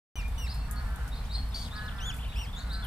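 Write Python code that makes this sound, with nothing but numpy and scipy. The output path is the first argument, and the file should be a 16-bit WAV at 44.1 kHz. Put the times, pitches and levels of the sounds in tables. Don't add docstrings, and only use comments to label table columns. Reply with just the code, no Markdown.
import sys
import numpy as np
from scipy import signal
from scipy.io import wavfile
from scipy.ndimage import uniform_filter1d

SR = 44100
rng = np.random.default_rng(int(sys.argv[2]) if len(sys.argv) > 2 else 0)


def transcribe(signal):
    frames = np.atleast_2d(signal).T
    limited = np.clip(frames, -1, 1)
    pcm = np.round(limited * 32767).astype(np.int16)
    wavfile.write(sys.argv[1], SR, pcm)


def gain_from_db(level_db):
    decades = np.asarray(level_db, float) / 20
    return 10 ** decades


N = 126126
START_S = .156
LEFT_RAD, RIGHT_RAD = -.9, 1.4

# frequency in Hz, density in dB per Hz.
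RUMBLE_SPECTRUM = [(8.8, -39), (15, -7.5), (38, 1), (59, -3), (87, -5.5), (258, -20), (341, -60),
                   (360, -40), (470, -70), (790, -120)]
# frequency in Hz, density in dB per Hz.
HISS_SPECTRUM = [(200, -37), (340, -3.5), (891, -1.5), (2970, -13), (4440, -15), (5700, -20.5),
                 (6900, -25.5), (8170, -18.5), (11400, -24), (15800, -23)]
# frequency in Hz, likeness from 0 to 1.
LIKENESS = [(30, 1), (150, 1), (300, 0.8), (1200, 0.7), (2500, 0.011), (8000, 0.0072)]
# time in seconds, level in dB.
ENGINE_PASSING = [
    (.2, 6),
    (1.6, 1.7),
    (1.952, -10.5),
    (2.25, 2.5),
]
# centre in Hz, width in Hz, depth from 0 to 1.
GROUND_DIPS = [(566.6, 71, 0.67), (356, 145, 0.54)]

# start in seconds, length in seconds, pitch in Hz, level in dB.
WHISTLES = [(.156, 0.061, 2400, -56), (0.194, 0.084, 2395, -50), (2.76, 0.094, 4200, -58.5),
            (2.56, 0.076, 6370, -67), (.156, 0.29, 3616, -69), (0.473, 0.2, 2680, -62.5),
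            (0.564, 0.067, 4360, -54.5), (0.65, 0.019, 4400, -57), (0.755, 0.065, 4384, -51),
            (0.846, .045, 4340, -62), (.9, 0.042, 4380, -74), (1.206, .14, 2410, -68),
            (1.82, .06, 2880, -66), (2.553, .09, 6970, -62.5), (2.65, 0.085, 4055, -59),
            (.595, 0.034, 3500, -65), (2.279, 0.062, 3810, -58), (2.283, 0.073, 3470, -59),
            (1.35, .03, 3450, -62), (1.38, 0.023, 3320, -57), (1.502, 0.014, 5100, -56),
            (1.757, 0.013, 5010, -47), (1.86, .011, 5100, -58), (1.963, 0.017, 5200, -57),
            (1.8, 0.11, 4150, -60), (2.118, 0.028, 3450, -46.5)]

# start in seconds, length in seconds, pitch in Hz, level in dB.
CAWS = [
    (0.678, 0.42, 208.8, -50.5),
    (1.722, 0.43, 213.5, -48),
    (2.561, 0.37, 206, -51.5),
]
CAW_SHUT = [0, 0, 0.71]
CAW_PITCH = [(0, .96), (.12, 1.0), (.36, .995), (.42, .93), (.69, .915), (.73, .88), (.88, .79), (1, .76)]
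# share of the length, level in dB, beak closing from 0 to 1.
CAW_SWELL = [(0, -2.5, 0), (.12, 0.9, 0), (0.359, -0.5, 0.1), (.45, -1.5, 0.3), (.7, -1, 0.4),
             (.8, -1.5, 0.73), (1, -9, 1)]
# centre in Hz, width in Hz, open level in dB, closed level in dB.
THROAT = [(1273, 310, 3, -9.5), (1704, 135, 7.5, -13), (2020, 140, -10, -6), (1490, 296, -1.5, 11.5)]

# length in seconds, start, middle and end pitch in Hz.
DROP = (.018, 3800, 3300, 2750)
LIFT = (.035, 2250, 3000, 3600)
# start
# in seconds, length in seconds, start, middle and end pitch in Hz.
SLURS = [(1.23, .035, 3300, 5200, 7400), (1.25, .025, 3000, 3500, 4000), (1.425, .05, 2700, 3100, 3200),
         (1.52, .025, 3800, 3600, 3400), (1.78, *DROP), (1.81, *DROP), (1.88, *DROP), (1.91, *DROP),
         (1.983, *DROP), (2.183, *LIFT), (2.222, .036, 2750, 3050, 2150), (2.225, .025, 2900, 3300, 3650),
         (2.248, .036, 2500, 3050, 2250), (2.318, *LIFT), (2.358, .028, 2700, 3150, 3600),
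         (2.385, .035, 2900, 3050, 2400), (2.465, .04, 3050, 3330, 3350), (2.53, .025, 3700, 3500, 3400),
         (2.825, .035, 3500, 3350, 2900), (2.012, .016, 3700, 3600, 3100), (2.13, .016, 3100, 2800, 2100),
         (1.674, .014, 7100, 6000, 5000), (1.04, .03, 4400, 3900, 3750), (.378, .012, 3650, 3500, 3200)]
SLUR_DB = [-66, -65, -71, -57.5, -58, -60, -53, -57, -54, -57, -56, -57.5, -58, -57, -56, -51, -58.5, -54.5,
           -52.5, -58, -61, -66, -79, -63]

# start in seconds, length in seconds, level in dB, pitch factor, pan in dB.
SPARROWS = [(0.457, 0.082, -49.5, 1.006, 0.5), (1.112, 0.085, -58.5, 0.99, 1),
            (1.291, 0.08, -49.5, 1.017, 1), (1.698, 0.12, -55, 0.95, 3.5), (2.552, .085, -54, .95, 2.7),
            (2.69, .076, -48.5, .985, 1)]
# reach of the upper voice as a factor, lower voice in dB, fade in dB.
CHIRP_MOOD = [(1.05, -7.5, 3.5), (1, 3, -7.5), (0.92, 3.5, 3.5), (0.96, -3.5, -2), (.8, -5, -5.5),
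              (0.95, -1.5, 2)]
# share of the length, upper and lower pitch in Hz, upper and lower level in dB.
CHIRP_VOICES = [(0, 3627, 3603, -6.5, -29), (0.251, 3950, 3686, 0.5, -0.5), (0.551, 4750, 3900, 0.5, -26),
                (0.658, 5030, 3998, 1.5, 0.5), (.8, 4750, 4254, -45, 6), (1, 4350, 4270, -35, -9)]

# start in seconds, level in dB,
# lowest frequency in Hz, 60 dB decay in seconds.
REED_TICKS = [(.281, -50, 7000, 0.12), (0.541, -46.5, 7100, 0.14), (0.7111, -35.5, 7100, 0.11),
              (.759, -50, 8100, .03), (.826, -48, 7500, 0.032), (0.905, -49, 9500, 0.056),
              (.96, -50, 7000, .08), (1.078, -46.5, 5000, 0.094), (1.489, -44, 9500, 0.035),
              (1.547, -50, 10000, 0.037), (2.127, -52, 9000, .06), (2.141, -46, 7000, 0.19),
              (2.165, -52, 7400, 0.35), (2.28, -50, 7500, 0.018), (2.73, -49.5, 7100, 0.14),
              (2.842, -42, 10300, 0.2)]

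# time in seconds, pitch in Hz.
PEEP_A = [(0.154, 3014), (0.177, 2968), (0.199, 2750), (0.218, 2290), (0.24, 1406)]
PEEP_B = [(0.379, 2957), (0.412, 2900), (0.443, 2760), (0.463, 2536), (0.483, 1480)]
PEEP_C = [(2.0, 2340), (2.009, 2810), (2.055, 3353), (2.06, 3500), (2.098, 3407), (2.121, 2304)]
PEEP_D = [(2.354, 2250), (2.365, 2600), (2.389, 2850), (2.421, 2860), (2.443, 2650), (2.458, 2150),
          (2.469, 1500)]
HOARSE = [(1.542, 2202), (1.554, 2290), (1.636, 2242), (1.676, 1770), (1.69, 1260)]
PEEP_DB = [0.75, -4, -14, -17.5, -17]
HOARSE_DB = [-18, 2.5, -16, -15.5, -23, -26]
# level in dB, swell over its length in dB, pan in dB, brightness in dB.
EFFORT = [
    (-48, 0.5, 1, 1),
    (-46, 1, -1, 3),
    (-44, 2, 1.5, -3.5),
    (-49, -0.4, 0.5, 2),
    (-48.5, -3.5, 2, -0.5),
]
LEAD_RAD = [-1.6, -1.2, 1.5, 1.4, 0]
FUNDAMENTAL_DB = [0.5, -0.5, 2.5, 0.5, 0]
# centre in Hz, width in Hz, level in dB.
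RASP = [(3450, 560, 4.5), (4750, 700, 3.5), (6500, 600, -4.5), (8460, 720, -1), (11000, 1500, -11),
        (13200, 1100, -9)]


def rms_one(x):
    return x / np.sqrt(np.mean(x ** 2) + 1e-20)


def at_hz(points, hz):
    table_hz, value = np.transpose(points)
    return np.interp(np.log(hz), np.log(table_hz), value)


def drift(rate):
    r = np.exp(-40 * np.pi * rate / SR)
    slow = signal.lfilter([1], [1, -2 * r, r * r], rng.standard_normal(N // 20 + 2002))[2000:]
    return np.interp(np.arange(N) / 20, np.arange(len(slow)), rms_one(slow))


def phase(hz):
    return 2 * np.pi * np.cumsum(hz) / SR


def peak(x, hz, width_hz):
    r = np.exp(-np.pi * width_hz / SR)
    top = (1 - r * r) / 2
    return signal.lfilter([top, 0, -top], [1, -2 * r * np.cos(2 * np.pi * hz / SR), r * r], x)


def double_peak(x, hz, width_hz):
    return peak(peak(x, hz, width_hz), hz, width_hz)


def band(x, low_hz, high_hz, order):
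    return signal.sosfilt(signal.butter(order, [low_hz, high_hz], "band", fs=SR, output="sos"), x)


def span(start, length, edge):
    i = np.arange(int(start * SR), min(int((start + length) * SR), N))
    share = (i / SR - start) / length
    to_edge = np.minimum(share, 1 - share) * length
    return i, share, np.sin(np.pi / 2 * np.clip(to_edge / edge, 0, 1))


def add(out, i, x, pan_db, rad=0.):
    sides = np.array([[.5], [-.5]])
    x = signal.hilbert(x) * np.exp(1j * rad * sides)
    out[:, i] += x.real * gain_from_db(sides * pan_db)


def banded_noise(spectrum, edges, patchy_db):
    out, together = 0, drift(11.0)
    white = rng.standard_normal((2, 2, N + SR // 2))
    for k, (low, high) in enumerate(zip(edges, edges[1:])):
        centre = np.sqrt(low * high)
        mid, side = band(white[k % 2], low, high, 2)[:, -N:]
        alike = np.clip(at_hz(LIKENESS, centre), 0, .96)
        gain = gain_from_db(at_hz(spectrum, centre) + patchy_db * (together + drift(15.3)))
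        out = out + gain * (np.sqrt(1 + alike) * mid + np.sqrt(1 - alike) * side * [[1], [-1]])
    return rms_one(out)


def engine():
    hz, width_hz = 52.06, 11.4
    drone = peak(peak(rng.standard_normal(N + SR), hz, width_hz), hz, 2 * width_hz)[SR:]
    driven = rms_one(peak(np.tanh(rms_one(drone)), hz, 29))
    return gain_from_db(-38.5 + np.interp(np.arange(N) / SR, *np.transpose(ENGINE_PASSING))) * driven


def background():
    rumble = gain_from_db(-37.5) * banded_noise(RUMBLE_SPECTRUM, 14 * 2 ** np.arange(0, 4.8, 1 / 3), patchy_db=0.4)
    hiss = gain_from_db(-49) * banded_noise(HISS_SPECTRUM, 370 * 2 ** np.arange(0, 5.6, 1 / 3), patchy_db=0.61)
    bass_rise = np.clip((np.arange(N) / SR - START_S) / 0.032, .3, 1)
    out = bass_rise * (rumble + engine()) + hiss
    for hz, width_hz, depth in GROUND_DIPS:
        out = out - depth * peak(out, hz, width_hz)
    return out


def echoes(x):
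    t60_s, alike = .33, .6
    age = np.arange(SR // 2) / SR
    left, right, shared = rng.standard_normal((3, SR // 2))
    tail = np.sqrt(alike) * shared + np.sqrt(1 - alike) * np.array([left, right])
    tail = tail * gain_from_db(-60 * age / t60_s) * (age > .003)
    tail = tail / np.sqrt(np.sum(tail ** 2, axis=1, keepdims=True))
    return signal.fftconvolve(x, tail, axes=1)[:, :N]


def far_whistles():
    out, air, grit = np.zeros((2, N)), drift(18.0), drift(220.0)
    for s, length, hz, db in WHISTLES:
        i, _, gate = span(s, length, min(.02, length / 2))
        waver = .9 * air[::-1][i] + .5 * (hz / 4000) ** 2 * grit[i]
        tone = np.sin(2 * np.pi * hz * i / SR + waver)
        add(out, i, gate * gain_from_db(db + 3 + 2.5 * air[i]) * tone, rng.normal(0, 2), LEFT_RAD)
    return out


def crow():
    out, jitter, noise = np.zeros((2, N)), drift(30.0), rng.standard_normal(N)
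    at, swell_db, closing = np.transpose(CAW_SWELL)
    for (s, length, hz, db), shut in zip(CAWS, CAW_SHUT):
        i, share, gate = span(s, length, 0.004)
        pitch = hz * np.interp(share, *np.transpose(CAW_PITCH)) * (1 + .007 * jitter[i])
        cycles = np.cumsum(pitch) / SR
        pulses = rms_one(np.diff(np.floor(cycles), prepend=0))
        source = pulses + .5 * noise[i] * (cycles % 1 < .5)
        shut = np.clip(shut + np.interp(share, at, closing), 0, 1)
        voice = 0
        for k, (f, width, open_db, closed_db) in enumerate(THROAT):
            gain = gain_from_db(open_db + (closed_db - open_db) * shut)
            voice = voice + (-1) ** k * gain * double_peak(source, f, 1.03 * width)
        add(out, i, gate * gain_from_db(db + np.interp(share, at, swell_db)) * rms_one(voice), -1.5, LEFT_RAD)
    return out


def warbler():
    out, grit = np.zeros((2, N)), drift(220.0)
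    for (s, length, first, middle, last), db in zip(SLURS, SLUR_DB):
        i, u, gate = span(s, length, 0.00081)
        hz = first * (1 - u) * (1 - 2 * u) + 4 * middle * u * (1 - u) + last * u * (2 * u - 1)
        tone = np.sin(phase(hz) + 0.5 * grit[i])
        add(out, i, gate * gain_from_db(db + 8) * tone, rng.normal(0, 2), RIGHT_RAD)
    return out


def sparrows():
    out, grit = np.zeros((2, N)), drift(175.0)
    at, *columns = np.transpose(CHIRP_VOICES)
    for (s, length, db, scale, pan_db), (reach, mate_db, fade_db) in zip(SPARROWS, CHIRP_MOOD):
        i, share, gate = span(s, length, 0.009)
        up, low, up_db, low_db = [np.interp(share, at, column) for column in columns]
        up = up[0] + reach * (up - up[0])
        db = db + 2 * grit[::-1][i] + fade_db * (2 * share - 1)
        for hz, voice_db in (up, up_db), (low, low_db + mate_db):
            turn = phase(hz * scale) + .45 * grit[i]
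            tone = np.sin(turn) + gain_from_db(-21) * np.sin(2 * turn)
            add(out, i, gate * gain_from_db(db + voice_db + 5.0) * tone, pan_db, LEFT_RAD)
    return out


def reed_ticks():
    out = np.zeros((2, N))
    crackle = 1 + rng.exponential(1, N) * (rng.random(N) < .05)
    grains = rng.standard_normal((2, N)) * crackle
    for s, db, low_hz, t60 in REED_TICKS:
        i = np.arange(int(s * SR), min(int((s + t60) * SR), N))
        age = (i - i[0]) / SR
        burst = gain_from_db(db) * grains[:, i] * (gain_from_db(-60 * age / t60) + gain_from_db(-60 * age / .003))
        add(out, i, band(burst, low_hz, 13400, 3), 0)
    return out


def breath_rasp(i, share, wander):
    pulse = 2 + np.sin(2 * np.pi * 190 * i / SR + wander)
    air = rng.standard_normal((2, len(i))) * pulse
    rasp = sum(gain_from_db(db) * double_peak(air, hz, width_hz) for hz, width_hz, db in RASP)
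    return np.abs(np.sin(np.pi * share)) ** .5 * gain_from_db(-48.5) * rms_one(rasp)


def chick():
    flutter_db, sag_db, edge_s, glide_s = 2.0, 8, .004, .008
    scatter_rad, rough_rad, crack_s = .3, 1.3, 1.4
    out, sides = np.zeros((2, N)), np.array([[.5], [-.5]])
    wobble, grit = [drift(60.0) for _ in range(6)], drift(150.0)
    calls = [PEEP_A, PEEP_B, PEEP_C, PEEP_D, HOARSE]
    for rows, effort, lead, low_db in zip(calls, EFFORT, LEAD_RAD, FUNDAMENTAL_DB):
        db, swell_db, pan_db, bright_db = effort
        s, hz = np.transpose(rows)
        i, share, gate = span(s[0], s[-1] - s[0], edge_s)
        pitch = uniform_filter1d(np.interp(i / SR, s, hz), int(glide_s * SR), mode="nearest")
        turn, sag = phase(pitch), 1 - pitch / pitch.max()
        hoarse = rows is HOARSE
        cracked = hoarse * np.clip((i / SR - crack_s) / edge_s, 0, 1)
        tone = 0
        for k, (partial_db, w) in enumerate(zip(HOARSE_DB if hoarse else PEEP_DB, wobble), 1):
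            level = partial_db + flutter_db * w[i] - (k + 0.5) * sag_db * sag
            level = level + (k > 2) * bright_db + (k == 1) * low_db
            rough = k * cracked * rough_rad / 2 * grit[i]
            spread = (not hoarse) * sides * (2 * scatter_rad * w[::-1][i] + (k == 1) * lead)
            tone = tone + gain_from_db(level) * (k * pitch < 15800) * np.sin(k * turn + rough + spread)
        if hoarse:
            half_pitch = gain_from_db(-19) * np.sin(turn / 2 + 2 * grit[::-1][i])
            tone = tone * gain_from_db(-1.5 * cracked) * (1 + 2 * cracked * half_pitch)
            add(out, i, breath_rasp(i, share, wobble[0][i]), 2)
        swell = gain_from_db(db + swell_db * (2 * share - 2))
        add(out, i, np.sqrt(2) * gate * swell * tone, pan_db, hoarse * LEFT_RAD)
    return out


def scene():
    bed = background()
    slurs = far_whistles() + warbler()
    caws, chirps, near = crow(), sparrows(), chick()
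    wet = echoes(gain_from_db(-0.5) * chirps + gain_from_db(-1.5) * caws + gain_from_db(-6) * slurs + gain_from_db(-11) * near)
    return bed + slurs + caws + chirps + wet + reed_ticks() + near


def low_pass(x):
    return signal.sosfilt(signal.butter(12, 15850, fs=SR, output="sos"), x)


def record(dry):
    low_passed = signal.sosfilt(signal.cheby2(14, 50, 16050, fs=SR, output="sos"), dry)
    finished = low_passed * (np.arange(N) >= START_S * SR)
    return low_pass(finished)


dry = scene()
out = record(dry)
transcribe(out)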